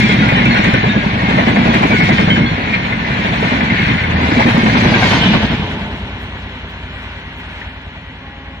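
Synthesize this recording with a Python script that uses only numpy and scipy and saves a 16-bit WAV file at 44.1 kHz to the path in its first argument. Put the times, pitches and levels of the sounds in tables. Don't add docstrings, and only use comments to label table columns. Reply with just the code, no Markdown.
import sys
import numpy as np
from scipy import signal
from scipy.fft import rfft, irfft, next_fast_len
from scipy.io import wavfile
from scipy.ndimage import uniform_filter1d, minimum_filter1d

SR = 44100
rng = np.random.default_rng(int(sys.argv[2]) if len(sys.argv) > 2 else 0)


def digitize_waveform(pressure):
    field = np.atleast_2d(pressure).T
    bounded = np.clip(field, -1, 1)
    quanta = np.round(bounded * 32767).astype(np.int16)
    wavfile.write(sys.argv[1], SR, quanta)


def makeup_ratio(level_db):
    decades = np.asarray(level_db, float) / 20
    return 10 ** decades


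N = 379241


def unit(x):
    return x / np.sqrt(np.mean(x ** 2) + 1e-20)


def along(points, hz):
    f, v = np.transpose(points)
    return np.interp(np.log(hz + 1), np.log(f + 1), v)


def share_at(points, hz):
    return np.clip(along(points, hz), 0, 1)


def curves(rows):
    s, *cols = np.transpose(rows)
    return [np.interp(np.arange(N) / SR, s, c) for c in cols]


def filtered(x, response):
    n = x.shape[-1]
    m = next_fast_len(n + 8192)
    return irfft(rfft(x, m) * response(np.fft.rfftfreq(m, 1 / SR)), m)[..., :n]


def below(hz, edge_hz):
    return 1 / (1 + (hz / edge_hz) ** 12)


# frequency in Hz, level in dB per Hz.
COLOUR = [(16, -36.5), (28, -38), (45, -16.5), (87, -11), (225, 2), (381, -12.5), (534, -11), (962, -8.5),
          (1290, -19), (1500, -15.5), (1970, -13.5), (2140, -11.5), (2640, -15), (3700, -28), (4290, -28.5),
          (5580, -73), (9440, -120)]
# frequency in Hz, share unlike at the two ports.
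SCATTER = [(60, 0.0073), (250, 0.016), (700, 0.21), (1300, 0.25), (2500, 0.7), (5000, 0.85)]
SPLITS = [120, 400, 1300]
# time in seconds, level in dB.
RUMBLE_SINKS = [
    (5.3, 0),
    (6.3, -5.5),
    (8.6, -10),
]
RUMBLE_DB, RUMBLE_FOLLOWS = -22, 0.39
BOOM_LATE_S = .012


def rolling():
    direct = unit(bogies())
    x = filtered(direct, lambda f: np.sqrt(1 - share_at(SCATTER, f)))
    x = x + filtered(rng.standard_normal((2, N)), lambda f: np.sqrt(share_at(SCATTER, f)))
    boom, rail, ring = slaps(width=.02)
    fading = np.interp(np.arange(N) / SR, [5.3, 5.9], [0, -7])
    *roll, air_db = levels()
    rumble = RUMBLE_DB + RUMBLE_FOLLOWS * (roll[0] + 16) + curves(RUMBLE_SINKS)[0]
    knocked, dip = knocks()
    struck, hush = strikes()
    out = knocked + struck
    boom = np.roll(boom, round(BOOM_LATE_S * SR)) + dip
    swells = [0.06 * boom + fading, boom, rail + 0.043 * dip, 0.89 * ring + hush]
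    edges = [lambda f: 0 * f] + [lambda f, e=e: below(f, e) for e in SPLITS] + [lambda f: 1 + 0 * f]
    for level, swell, lo, hi in zip([rumble, *roll], swells, edges, edges[1:]):
        band = filtered(x, lambda f: makeup_ratio(along(COLOUR, f)) * np.sqrt(np.abs(hi(f) - lo(f))))
        out = out + makeup_ratio(level + swell) * unit(band)
    out = out + flange_screech(x, ring)
    return out + contact_hiss(direct, x, ring, fading, air_db) + songs(ring)


# frequency in Hz, share the same every turn.
TREAD = [(50, .9), (300, .85), (1000, .5), (3000, .3)]
# frequency in Hz, width in Hz, level in dB.
WHEEL = [(1620, 25, -5.5), (1872, 25, -4), (2221, 11, -1.5), (2540, 6, 1.5), (3166, 50, -2), (3708, 70, -6),
         (4310, 40, -4)]


def treads(turn_hz, size, ring_db):
    n = N + 4 * SR
    loop = np.resize(rng.standard_normal(round(SR / turn_hz)), n)
    both = np.array([loop, rng.standard_normal(n)])

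    def mode(f, hz, width, db):
        damping = 1j * f * width
        return makeup_ratio(db) * damping / ((hz / size) ** 2 - f * f + damping)

    def response(f):
        share = share_at(TREAD, f)
        ring = 1 + makeup_ratio(ring_db) * sum(mode(f, *row) for row in WHEEL)
        return np.sqrt([share, 1 - share]) * ring

    return filtered(both, response).sum(0)


# time in seconds, axis from the track normal in degrees.
HEADING = [
    (0, 7.4),
    (4.75, 23.5),
    (5.05, 100),
    (5.4, 116),
    (6, 123),
    (6.6, 127),
    (8.6, 130.7),
]
SPEED, GAP, PORT_S = 31, 7, 0.00052
SOUND = 343


def passing(t, heading, abeam):
    ahead = SPEED * (t - abeam)
    r = np.hypot(ahead, GAP)
    lag = PORT_S * np.cos(0.612 * np.arctan2(ahead, GAP) - np.radians(heading))
    return r, t - r / SOUND + np.outer([-.5, .5], lag)


def port_times(t, heading):
    delay = PORT_S * (1 + np.array([[.5], [-.5]]) * np.cos(np.radians(heading)))
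    return np.maximum(t - delay, 0)


# seconds when abeam, sleeper boom in dB, rail in dB, wheel ring in dB, contact hiss in dB.
BOGIES = [(-.3, 0, -24, -16.5, -22), (0, -25, -61, -20.5, -36), (.33, -19.5, -24, -19.5, -53),
          (.62, -14.5, -22.5, -17, -35.5), (.9, -17, -42, -24.5, -57), (1.4, -16.5, -21.5, -19, -40),
          (1.75, -12, -19.5, -19.5, -36.5), (2.05, -15.5, -27, -18, -33.5), (2.25, -12.5, -23, -22, -37.5),
          (2.75, -26.5, -28.5, -21, -43.5), (3.2, -22.5, -28, -20.5, -41.5), (3.5, -20, -24, -20, -38),
          (3.85, -18, -29.5, -17.5, -38.5), (4.4, -14, -19.5, -17, -33.5), (4.78, -11, -22, -16.5, -32.5),
          (5.08, -14, -19.5, -16.5, -26.5), (5.33, -15.5, -30, -21.5, -36.5),
          (5.72, -34.5, -32, -40, -64.5)]


def bogies():
    t, (heading,) = np.arange(N) / SR, curves(HEADING)
    pool = [treads(hz, size, ring_db=13) for hz, size in [(10.75, 1), (10.9, .96), (10.65, 1.05)]]
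    total, power = np.zeros((2, N)), np.zeros(N)
    for k, (s, _, _, db, _) in enumerate(BOGIES):
        r, sent = passing(t, heading, s)
        source = pool[k % len(pool)]
        gain = makeup_ratio(db) / r ** 1.095
        start_s = 1 + 2 * rng.random()
        total += gain * np.interp((sent + start_s) * SR, np.arange(len(source)), source)
        power += gain ** 2
    return total / np.sqrt(power)


def nearness(times, levels_db, fall):
    t = np.arange(0, N, 64) / SR
    r = np.hypot(SPEED * (t[:, None] - times), GAP)
    power = (makeup_ratio(levels_db) * (GAP / r) ** fall) ** 2
    return np.interp(np.arange(N) / SR, t, 10 * np.log10(power.sum(1)))


# fall with distance as a power, whole train far off in dB,
# its fade in dB per second, share of the drone's swells.
CARRY = [
    (1.8, -41.5, -1.1, 0.45),
    (1.8, -39.5, 2, 0.76),
    (2.2, -35, 1.98, 1.4),
    (2.2, -53, 2.5, 1.3),
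]
# time in seconds, level in dB.
DRONE = [(6, -0.5), (6.85, 0), (7.08, 2), (7.3, 0.5), (7.62, 3), (7.76, 0), (8.6, -0.5)]
FAR_S = 6.5


def levels():
    t, (s, *columns) = np.arange(N) / SR, np.transpose(BOGIES)
    drone, out = curves(DRONE)[0], []
    for db, (fall, far_db, fade, share) in zip(columns, CARRY):
        far = far_db - fade * (t - FAR_S) + share * drone
        out.append(10 * np.log10(makeup_ratio(2 * nearness(s, db, fall)) + makeup_ratio(2 * far)))
    return out


# first slap in seconds, last in seconds, swells of boom, rail, ring in dB.
SLAPS = [(0.118, 0.203, -0.5, 0.5, 2.5), (0.293, 0.385, 1, 2, 2), (0.459, 0.739, 3.5, 2, 2),
         (0.857, 1.038, 8, 5.5, -1), (1.3, 1.387, 0.5, 3.5, 3.5), (1.481, 1.749, 3, 4, 3.5),
         (1.836, 2.189, 6.5, 8, 3.5), (2.287, 2.376, -0.5, 4.5, 2.5), (2.741, 2.854, -2.5, 0.5, 2),
         (2.91, 3.082, 3, 2, 2), (3.254, 3.337, -3.5, 5, 3), (3.43, 3.889, 3.5, 2.5, 0.5),
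         (4.014, 4.216, 2.5, 0, 2), (4.398, 4.491, -5.5, 6, 3), (4.57, 4.85, 1, 6, 1.5),
         (4.944, 5.12, 0, 4, 3), (5.343, 5.514, 6, 6.5, 2), (5.72, 5.919, 2, -0.5, 3),
         (6.35, 7.032, 1.5, 2, 0.5), (7.248, 7.469, 2, 0.5, -1), (7.767, 7.956, 0.5, 4, 1),
         (8.27, 8.46, 2, -1, 1.5)]
TURN_S, TURN_AWAY_S, GONE_S = .092, .1, 6
SLAP_SCATTER_DB = .7


def slaps(width):
    marks = np.zeros((3, N))
    for first, last, *swell in SLAPS:
        turn = TURN_S if first < GONE_S else TURN_AWAY_S
        when = np.linspace(first, last, round((last - first) / turn) + 1)
        heights = swell + SLAP_SCATTER_DB * rng.standard_normal((len(when), len(swell)))
        marks[:, np.round(when * SR).astype(int)] = heights.T
    t = np.arange(-SR // 10, SR // 10) / SR
    hump = np.exp(-.5 * (t / np.where(t < 0, 0.4 * width, width)) ** 2)
    swell = signal.fftconvolve(marks, hump[None], mode="same", axes=1)
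    return 1.48 * (swell - uniform_filter1d(swell, SR // 5, axis=1))


# time in seconds, peak in dB, sleeper pitch in Hz.
KNOCKS = [(0.026, -15, 229), (0.091, -3.5, 197), (0.12, -5, 187), (0.186, -3.5, 171), (0.325, -1, 148),
          (0.593, -1, 196), (0.638, -19, 147), (0.736, -5, 130), (0.833, -6.5, 160), (0.869, -4, 157),
          (0.962, -2, 213), (1.062, -5, 200), (1.233, -5, 186), (1.282, -6, 228), (1.472, 0, 220),
          (1.655, -1, 194), (1.752, -2, 216), (1.808, -2, 210), (1.845, -3, 285), (1.898, -3.5, 196),
          (1.989, -2.5, 195), (2.076, -11, 149), (2.197, -6, 155), (2.274, -2.5, 180), (2.372, -6, 203),
          (2.515, -5, 172), (2.579, -8, 252), (2.67, -13.5, 262), (3.247, -7, 205), (3.447, -6.5, 183),
          (3.517, -5, 248), (3.796, -4.5, 206), (3.828, -5, 178), (3.87, -4.5, 127), (4.016, -12, 155),
          (4.083, -7.5, 184), (4.287, -3.5, 250), (4.318, -4, 304), (4.367, -1.5, 252), (4.455, 0, 230),
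          (4.545, -3.5, 177), (4.577, -1, 238), (4.633, 0.5, 220), (4.726, -8, 231), (4.823, -2.5, 232),
          (4.86, 3, 214), (5.023, -6, 153), (5.1, -11, 195), (5.211, -5, 165), (5.43, -6, 218),
          (5.5, -8, 163), (5.596, -7.5, 162)]
KNOCK_DB, KNOCK_RISE_S, KNOCK_T60_S = 2.5, 0.0017, 0.056
UPPER, UPPER_DB = 1.56, -9.5
LIFT_DB, LIFT_S, LIFT_LEAD_S = 10, .016, .007


def knocks():
    out, dip, (heading,) = np.zeros((2, N + SR)), np.zeros(N), curves(HEADING)
    t = np.arange(SR // 8) / SR
    for s, db, hz in KNOCKS:
        at = round(s * SR)
        u = port_times(t, heading[at])
        envelope = makeup_ratio(db + KNOCK_DB - 60 * u / KNOCK_T60_S) * (1 - np.exp(-u / KNOCK_RISE_S))
        upper = makeup_ratio(UPPER_DB) * np.sin(2 * np.pi * UPPER * hz * u)
        out[:, at:at + len(t)] += envelope * (np.sin(2 * np.pi * hz * u) + upper)
        near = np.arange(max(at - SR // 16, 0), at + SR // 16)
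        dip[near] -= LIFT_DB * np.exp(-.5 * ((near / SR - s + LIFT_LEAD_S) / LIFT_S) ** 2)
    return out[:, :N], dip


# time in seconds, peak in dB, loudest wheel mode in Hz.
STRIKES = [(0.0927, 0, 2153), (0.1875, -6, 2210), (0.2204, -5, 1980), (0.2862, -1.5, 2210),
           (0.3182, -6.5, 2410), (0.4549, 0.5, 2344), (0.5087, -2.5, 2130), (0.5487, -1.5, 1483),
           (0.6404, -4.5, 2020), (0.7387, -4.5, 2030), (0.9607, -10, 1660), (1.1897, -8, 1860),
           (1.3857, -6, 1924), (1.4641, -5, 2230), (1.5594, -2.5, 2150), (1.7355, -12, 1900),
           (1.8332, -13, 1900), (1.925, -4.5, 2230), (2.0108, -9, 2040), (2.1051, -3, 2040),
           (2.1799, -4, 2320), (2.2164, -16, 2130), (2.2977, -3.5, 2070), (2.3565, -7, 1590),
           (2.7342, -24, 2400), (2.8245, -12.5, 1800), (2.9228, -5.5, 2080), (3.044, -7, 2050),
           (3.1014, -11, 1850), (3.2136, -11, 2155), (3.3348, -14, 1930), (3.4037, -13, 1860),
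           (3.4236, -13, 2340), (3.6067, -6.5, 1743), (3.6995, -3.5, 2100), (3.9794, -5, 2070),
           (4.0367, -5, 2200), (4.1579, -6, 1833), (4.3131, -6, 1730), (4.341, -13, 1880),
           (4.368, -7, 2320), (4.3894, -24, 2100), (4.4184, -3, 2075), (4.4643, -6, 1800),
           (4.579, -8, 2180), (4.6628, -9, 2370), (4.6957, -3, 2110), (4.7296, -10, 2250),
           (4.806, -5, 1910), (4.8479, -4, 1890), (4.9397, 4, 1616), (5.0215, -2, 1570),
           (5.1128, -21, 2110), (5.2116, -7, 3200)]
# time in seconds, peak in dB, pitch in Hz.
RAPS = [(0.094, -12.5, 432), (0.32, -8.5, 540), (0.369, -13, 423), (0.42, -17, 560), (0.591, -10.5, 600),
        (0.688, -19, 490), (0.741, -10.5, 510), (0.838, -6, 438), (0.968, -15, 520), (1.307, -14, 931),
        (1.386, -2, 656), (1.47, -15, 649), (1.559, -15, 490), (1.904, -11.5, 610), (2.086, -10, 440),
        (2.185, -17, 423), (2.276, -9, 460), (3.25, -16, 424), (3.423, -13.5, 432), (4.192, -14, 603),
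        (4.373, -16, 670), (4.46, -7, 815), (4.548, -13, 750), (4.85, -10, 417), (4.92, -9.5, 645),
        (5.022, -6, 724), (5.35, -13, 576), (5.404, -11.5, 564)]
# time in seconds, level in dB, pitch in Hz.
PINGS = [(.225, -16.5, 1440), (0.361, -15, 1854), (.395, -13, 2160), (0.51, -22.5, 4240), (0.83, -29, 4000),
         (.89, -20.5, 3710), (.9, -20, 1716), (2.415, -15, 2170), (2.46, -22.5, 3400), (2.458, -20, 1600),
         (2.46, -27, 4300), (2.725, -19, 1844), (3.1, -26, 2400), (5.26, -26, 2870), (3.4, -24, 1510),
         (2.3, -13, 2200), (1.93, -13, 1500), (1.7, -22, 3350), (1.26, -21, 2150), (1.98, -26, 3100),
         (1.9, -21, 2500), (3.84, -26, 2400),
         (0.0071, -17, 2400), (.09, -33, 3930), (0.12, -25.5, 3760), (0.081, -22, 3330), (0.11, -16, 2400),
          (.185, -25, 3810), (0.37, -26.5, 3900), (0.43, -19, 3000), (0.35, -17, 3000), (0.581, -17, 2400),
          (0.5, -26, 4400), (.005, -11, 2150), (0.1, -14, 2150), (0.038, -13, 2350), (2.07, -26, 2200),
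          (2.3, -9, 3140), (2.17, -26, 3590), (2.169, -18, 3050), (2.68, -23, 2430), (3, -27, 1800),
          (5.03, -16, 2180), (5.32, -25, 1600), (5.21, -12.5, 3120), (5.3, -20, 2920), (1.96, -14.5, 2180)]
STRIKE_DB, STRIKE_T60_S, SIDE_MODES_DB = -9, 0.12, -7
RAP_DB, RAP_T60_S, PING_T60_S = -3, .07, 0.3
HUSH_DB, HUSH_S = 2, 0.012
SAG = 0.153


def strikes():
    out, dip, (heading,) = np.zeros((2, N + SR)), np.zeros(N), curves(HEADING)
    t = np.arange(SR // 5) / SR
    blows = [(s, db + STRIKE_DB, hz, STRIKE_T60_S, SIDE_MODES_DB) for s, db, hz in STRIKES]
    blows += [(s, db + RAP_DB, hz, RAP_T60_S, SIDE_MODES_DB) for s, db, hz in RAPS]
    blows += [(s, db, hz, PING_T60_S, -28) for s, db, hz in PINGS]
    for s, db, hz, t60, side_db in blows:
        at = round(s * SR)
        u = port_times(t, heading[at])
        others = (1450 if hz > SPLITS[2] else 420) * 2.7 ** rng.random(6)
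        modes = [(hz, 0)] + [(f, side_db - 24 * np.log2(max(f / 2400, 1))) for f in others]
        ring = sum(makeup_ratio(level) * np.sin(2 * np.pi * f * u * (1 - SAG * u)) for f, level in modes)
        out[:, at:at + len(t)] += makeup_ratio(db - 60 * u / t60) * (1 - np.exp(-u / 0.00092)) * ring
        if t60 == STRIKE_T60_S:
            near = np.arange(max(at - SR // 16, 0), at + SR // 16)
            dip[near] -= HUSH_DB * np.exp(-.5 * ((near / SR - s + HUSH_S / 2) / HUSH_S) ** 2)
    return out[:, :N], dip


# seconds when abeam, pitch at rest in Hz, level in dB, beam narrowness as a power.
SONGS = [(4.16, 81, -15, 3.5), (2.15, 100, -17, 2), (4.6, 103, -19, 2), (5.0, 102.7, -17, 2.5),
         (1.97, 2240, -19, 3.5), (5.26, 3010, -25, 30), (0.449, 196, -26, 2.2), (1.55, 222.5, -26, 4),
         (4.48, 232, -17, 5), (5.36, 220, -17, 8), (.12, 3350, -29, 5), (0.052, 2105, -22, 3),
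         (0.33, 2430, -25, 5), (0.48, 2200, -23, 4), (0.72, 2400, -29, 4), (0.9, 1700, -28, 6.1),
         (1.3, 2135, -25, 3.6), (1.77, 2450, -28, 7), (2.1, 2300, -27, 3), (2.74, 2390, -25, 7),
         (2.76, 2130, -27, 7), (3.85, 2120, -24, 2), (3.75, 1800, -26, 2), (4.45, 2100, -29, 4.1),
         (4.93, 1640, -27, 4), (5.1, 1530, -27, 4.5), (5.2, 2113, -42, .27), (3.25, 3590, -35, 12),
         (5.55, 442, -30, 1.1), (5.3, 675, -33, 1.6)]


def songs(swell_db):
    out, (heading,) = np.zeros((2, N)), curves(HEADING)
    for s, hz, db, beam in SONGS:
        part = slice(max(0, round((s - 1) * SR)), min(N, round((s + 3 / beam) * SR)))
        t = np.arange(N)[part] / SR
        r, sent = passing(t, heading[part], s)
        rate = 3 + hz / 60
        knots = rng.standard_normal((2, 500))
        size, drift = [np.interp((t - t[0]) * rate, np.arange(knots.shape[1]), k) for k in knots]
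        broken = np.clip(hz / 400, 1, 5) * size + np.clip(hz / 600, 0, 2.5) * swell_db[part]
        tone = np.sin(2 * np.pi * hz * sent + 1.1 * drift)
        out[:, part] += makeup_ratio(db - 1.5 + broken) * (GAP / r) ** beam * tone
    return out


# time in seconds, level in dB.
SCREECH = [
    (5.0, -60),
    (5.17, -35),
    (5.24, -24),
    (5.4, -33),
    (5.9, -44),
    (8.6, -55),
]


def flange_screech(x, ring):
    screech = unit(filtered(x, lambda f: below(f, 3270) * (1 - below(f, 2980))))
    return makeup_ratio(curves(SCREECH)[0] + 0.43 * ring) * screech * (np.arange(N) / SR > 5)


# frequency in Hz, level in dB per Hz.
HISS = [(3800, -29), (4400, -1), (5000, -1), (6500, -6), (8000, -14), (10000, -18), (12600, -19),
        (14300, -32), (16000, -58)]
# seconds when abeam, level in dB.
SPRAYS = [(0, -40), (.35, -47), (.7, -51), (1.4, -44), (1.9, -38), (2.75, -55), (3.38, -42.5), (3.901, -47),
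          (4.5, -39.5), (4.8, -42), (5.07, -37.5), (5.3, -53), (5.78, -52), (6.3, -56), (7.0, -54),
          (7.5, -52)]
FIZZ_HZ, SPRAY_FALL = 8000, 1.35


def contact_hiss(direct, x, ring, fading, air_db):
    fizz_db = nearness(*np.transpose(SPRAYS), SPRAY_FALL) - air_db
    air = 0.35 * direct + rng.standard_normal((2, N))
    hiss = unit(filtered(air, lambda f: makeup_ratio(along(HISS, f)) * np.sqrt(below(f, FIZZ_HZ))))
    fizz = unit(filtered(air, lambda f: makeup_ratio(along(HISS, f)) * np.sqrt(1 - below(f, FIZZ_HZ))))
    foot = unit(filtered(x, lambda f: below(f, 3950) * (1 - below(f, 3320))))
    total = hiss + makeup_ratio(fizz_db - 9.0) * fizz + makeup_ratio(-0.12 * fading) * foot
    return makeup_ratio(air_db - 1.0 + 0.24 * ring) * total


# time in seconds, turns made.
TURNS = [(5.383, 0), (5.985, 6), (6.49, 11), (7.5, 21), (8.41, 30), (8.61, 32)]
# part of a turn, level near in dB, level far in dB.
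FLATS = [
    (.195, -4, -2.5),
    (.52, 2, 1),
    (0.722, -3.5, 6),
]
# time in seconds, level in dB.
THUMP = [
    (5.4, -29.5),
    (8.26, -43),
    (8.6, -40.5),
]


def last_axle(thud_hz, short):
    s, turns = np.transpose(TURNS)
    blows = np.zeros(N + SR)
    for part, near_db, far_db in FLATS:
        when = np.interp(np.arange(32) + part, turns, s)
        db = np.interp(when, [6, 7.6], [near_db, far_db]) + rng.normal(0, 1.7, len(when))
        blows[np.round(when * SR).astype(int)] = makeup_ratio(db)
    t = np.arange(-SR // 20, SR // 20 + 1) / SR
    push = -np.cos(2 * np.pi * thud_hz * t) * np.exp(-.5 * (t / short) ** 2)
    x = signal.fftconvolve(blows, push - push.mean(), mode="same")[:N]
    fade_in = np.clip((np.arange(N) / SR - 5.35) / 0.045, 0, 1)
    return fade_in * makeup_ratio(curves(THUMP)[0] + 1.5) * unit(x)


# time in seconds, level in dB, pitch in Hz, t60 in seconds.
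CLANKS = [(5.022, -21, 2600, 0.034), (7.39, -44, 1000, .12), (7.616, -27, 1950, 0.031),
          (3.607, -17, 2060, 0.047), (8.15, -49, 760, .1)]


def couplings():
    clanks, t = np.zeros(N + SR), np.arange(SR // 4) / SR
    for s, db, hz, t60 in CLANKS:
        pitches = hz * (1 + 0.06 * rng.standard_normal((6, 1)))
        ring = np.sin(2 * np.pi * pitches * t).sum(0) * (1 - np.exp(-t / .001))
        clanks[round(s * SR):][:len(t)] += makeup_ratio(db - 60 * t / t60) * ring
    return clanks[:N] * makeup_ratio([[1], [-1]])


# time in seconds, level in dB, length in seconds.
PUFFS = [(5.83, -72, .04), (5.97, -68, .03), (6.223, -58.5, 0.022), (6.62, -75, 0.018), (6.7, -62, .015),
         (6.92, -73, .02), (7.02, -64, 0.026), (7.3, -73, .02), (7.39, -59, .02), (7.48, -70, .018),
         (7.6, -74, .03)]
# frequency in Hz, level in dB per Hz.
PUFF = [(3000, -30), (6500, -7), (8000, -2), (9500, -17), (11000, -2), (13000, -4.5), (14300, -2),
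        (15300, -31)]


def puffs():
    t = np.arange(N) / SR
    swell = sum(makeup_ratio(db) * np.exp(-.5 * ((t - s) / length) ** 2) for s, db, length in PUFFS)
    return swell * unit(filtered(rng.standard_normal((2, N)), lambda f: makeup_ratio(along(PUFF, f))))


# frequency in Hz, rms level in dB.
FAR_RINGS = [(931.3, -59), (1922, -53.5), (2078, -54), (2396, -57), (3031, -59)]


def far_rings(width_hz):
    t, out = np.arange(N) / SR, 0
    for hz, db in FAR_RINGS:
        line = filtered(rng.standard_normal(N), lambda f: 1 / (1 + ((f - hz) / width_hz) ** 2))
        out = out + makeup_ratio(db + 1.0) * unit(line)
    return out * np.clip((t - 5.5) / .6, 0, 1)


# multiple of the pitch, level in dB.
HORN = [(1, -41), (2, -46), (3, -40.5), (4, -47), (6, -62), (7, -59)]
# time in seconds, level in dB.
HORN_SWELL = [
    (8.14, -32),
    (8.24, -4),
    (8.6, -6.5),
]


def horn(pitch_hz):
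    t = np.arange(N) / SR
    tone = sum(makeup_ratio(db + 3.0) * np.sin(2 * np.pi * (k * pitch_hz * t + rng.random())) for k, db in HORN)
    return tone * makeup_ratio(curves(HORN_SWELL)[0]) * (t > 8.1)


LIMIT, LIMIT_S = 1.04, .004


def limited(x):
    need, span = np.minimum(1, LIMIT / (np.abs(x).max(0) + 1e-9)), round(LIMIT_S * SR)
    return x * uniform_filter1d(minimum_filter1d(need, size=2 * span), size=span)


# frequency in Hz, power kept only above this part of its surroundings.
SPARSE = [(4400, 0), (4650, .65), (7000, 1.5), (13000, 1.6)]


def thinned(x):
    hz, _, z = signal.stft(x, SR, nperseg=2048)
    power = np.mean(np.abs(z) ** 2, axis=0, keepdims=True)
    around = uniform_filter1d(uniform_filter1d(power, size=70, axis=1), size=11, axis=2)
    patch = uniform_filter1d(power, size=14, axis=1)
    need = along(SPARSE, hz)[:, None] * around
    kept = z * (power >= need) * (patch >= .55 * need)
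    return signal.istft(kept, SR, nperseg=2048)[1][:, :N]


# time in seconds, peak in dB.
TICKS = [(0.0014, -22), (0.0354, -28), (0.0934, -34), (0.1254, -29), (0.1394, -33), (0.2854, -29),
         (0.3864, -40), (0.456, -27.5), (0.4864, -33), (0.5477, -32), (0.6419, -27), (0.7392, -28),
         (1.5599, -34.5), (1.6644, -44), (1.6786, -38), (1.7449, -30), (1.8354, -40.5), (2.105, -33),
         (2.2024, -32), (2.3017, -32), (3.4311, -41), (4.3744, -41), (4.4624, -31), (4.5794, -28),
         (4.7734, -34), (4.9374, -32), (4.951, -30), (5.023, -28), (5.04, -26), (5.05, -31), (5.215, -41),
         (5.3294, -38)]


def crackle():
    ticks, t = np.zeros((2, N + SR)), np.arange(SR // 40) / SR
    for s, db in TICKS:
        spit = makeup_ratio(db + 1.5 - 60 * t / 0.011) * rng.standard_normal((2, len(t)))
        ticks[:, round(s * SR):][:, :len(t)] += spit
    band = lambda f: (1 - below(f, 5500)) * below(f, 15500) * (8000 / (f + 1)) ** 2.7
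    return filtered(ticks[:, :N], lambda f: band(f) * makeup_ratio([[-1.5], [1.5]]))


def scene():
    train = rolling() + last_axle(thud_hz=73, short=0.01) + couplings()
    return train + puffs() + far_rings(width_hz=9.6) + horn(pitch_hz=272.6)


def band_limit(x):
    return signal.sosfilt(signal.butter(12, 16000, fs=SR, output="sos"), x)


# frequency in Hz, left minus right in dB, left lead in radians.
PORTS = [(60, -0.1, 0.07), (340, -0.5, 0.29), (750, 0.5, 0.41), (1130, 2.5, -0.13), (1550, 3, 0.22),
         (2300, 2.5, -0.13), (3600, -3.5, -0.68), (12000, -3.5, -0.6)]


def record(dry):
    hz, db, lead = np.transpose(PORTS)
    half = lambda v, f: np.outer([.5, -.5], along(np.transpose([hz, v]), f))
    x = filtered(dry, lambda f: makeup_ratio(half(db, f)) * np.exp(1j * half(lead, f)))
    x = thinned(limited(x)) + crackle()
    x = x / (1 + np.abs(x / 1.02) ** 24) ** (1 / 24)
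    return band_limit(x)


dry = scene()
out = record(dry)
digitize_waveform(out)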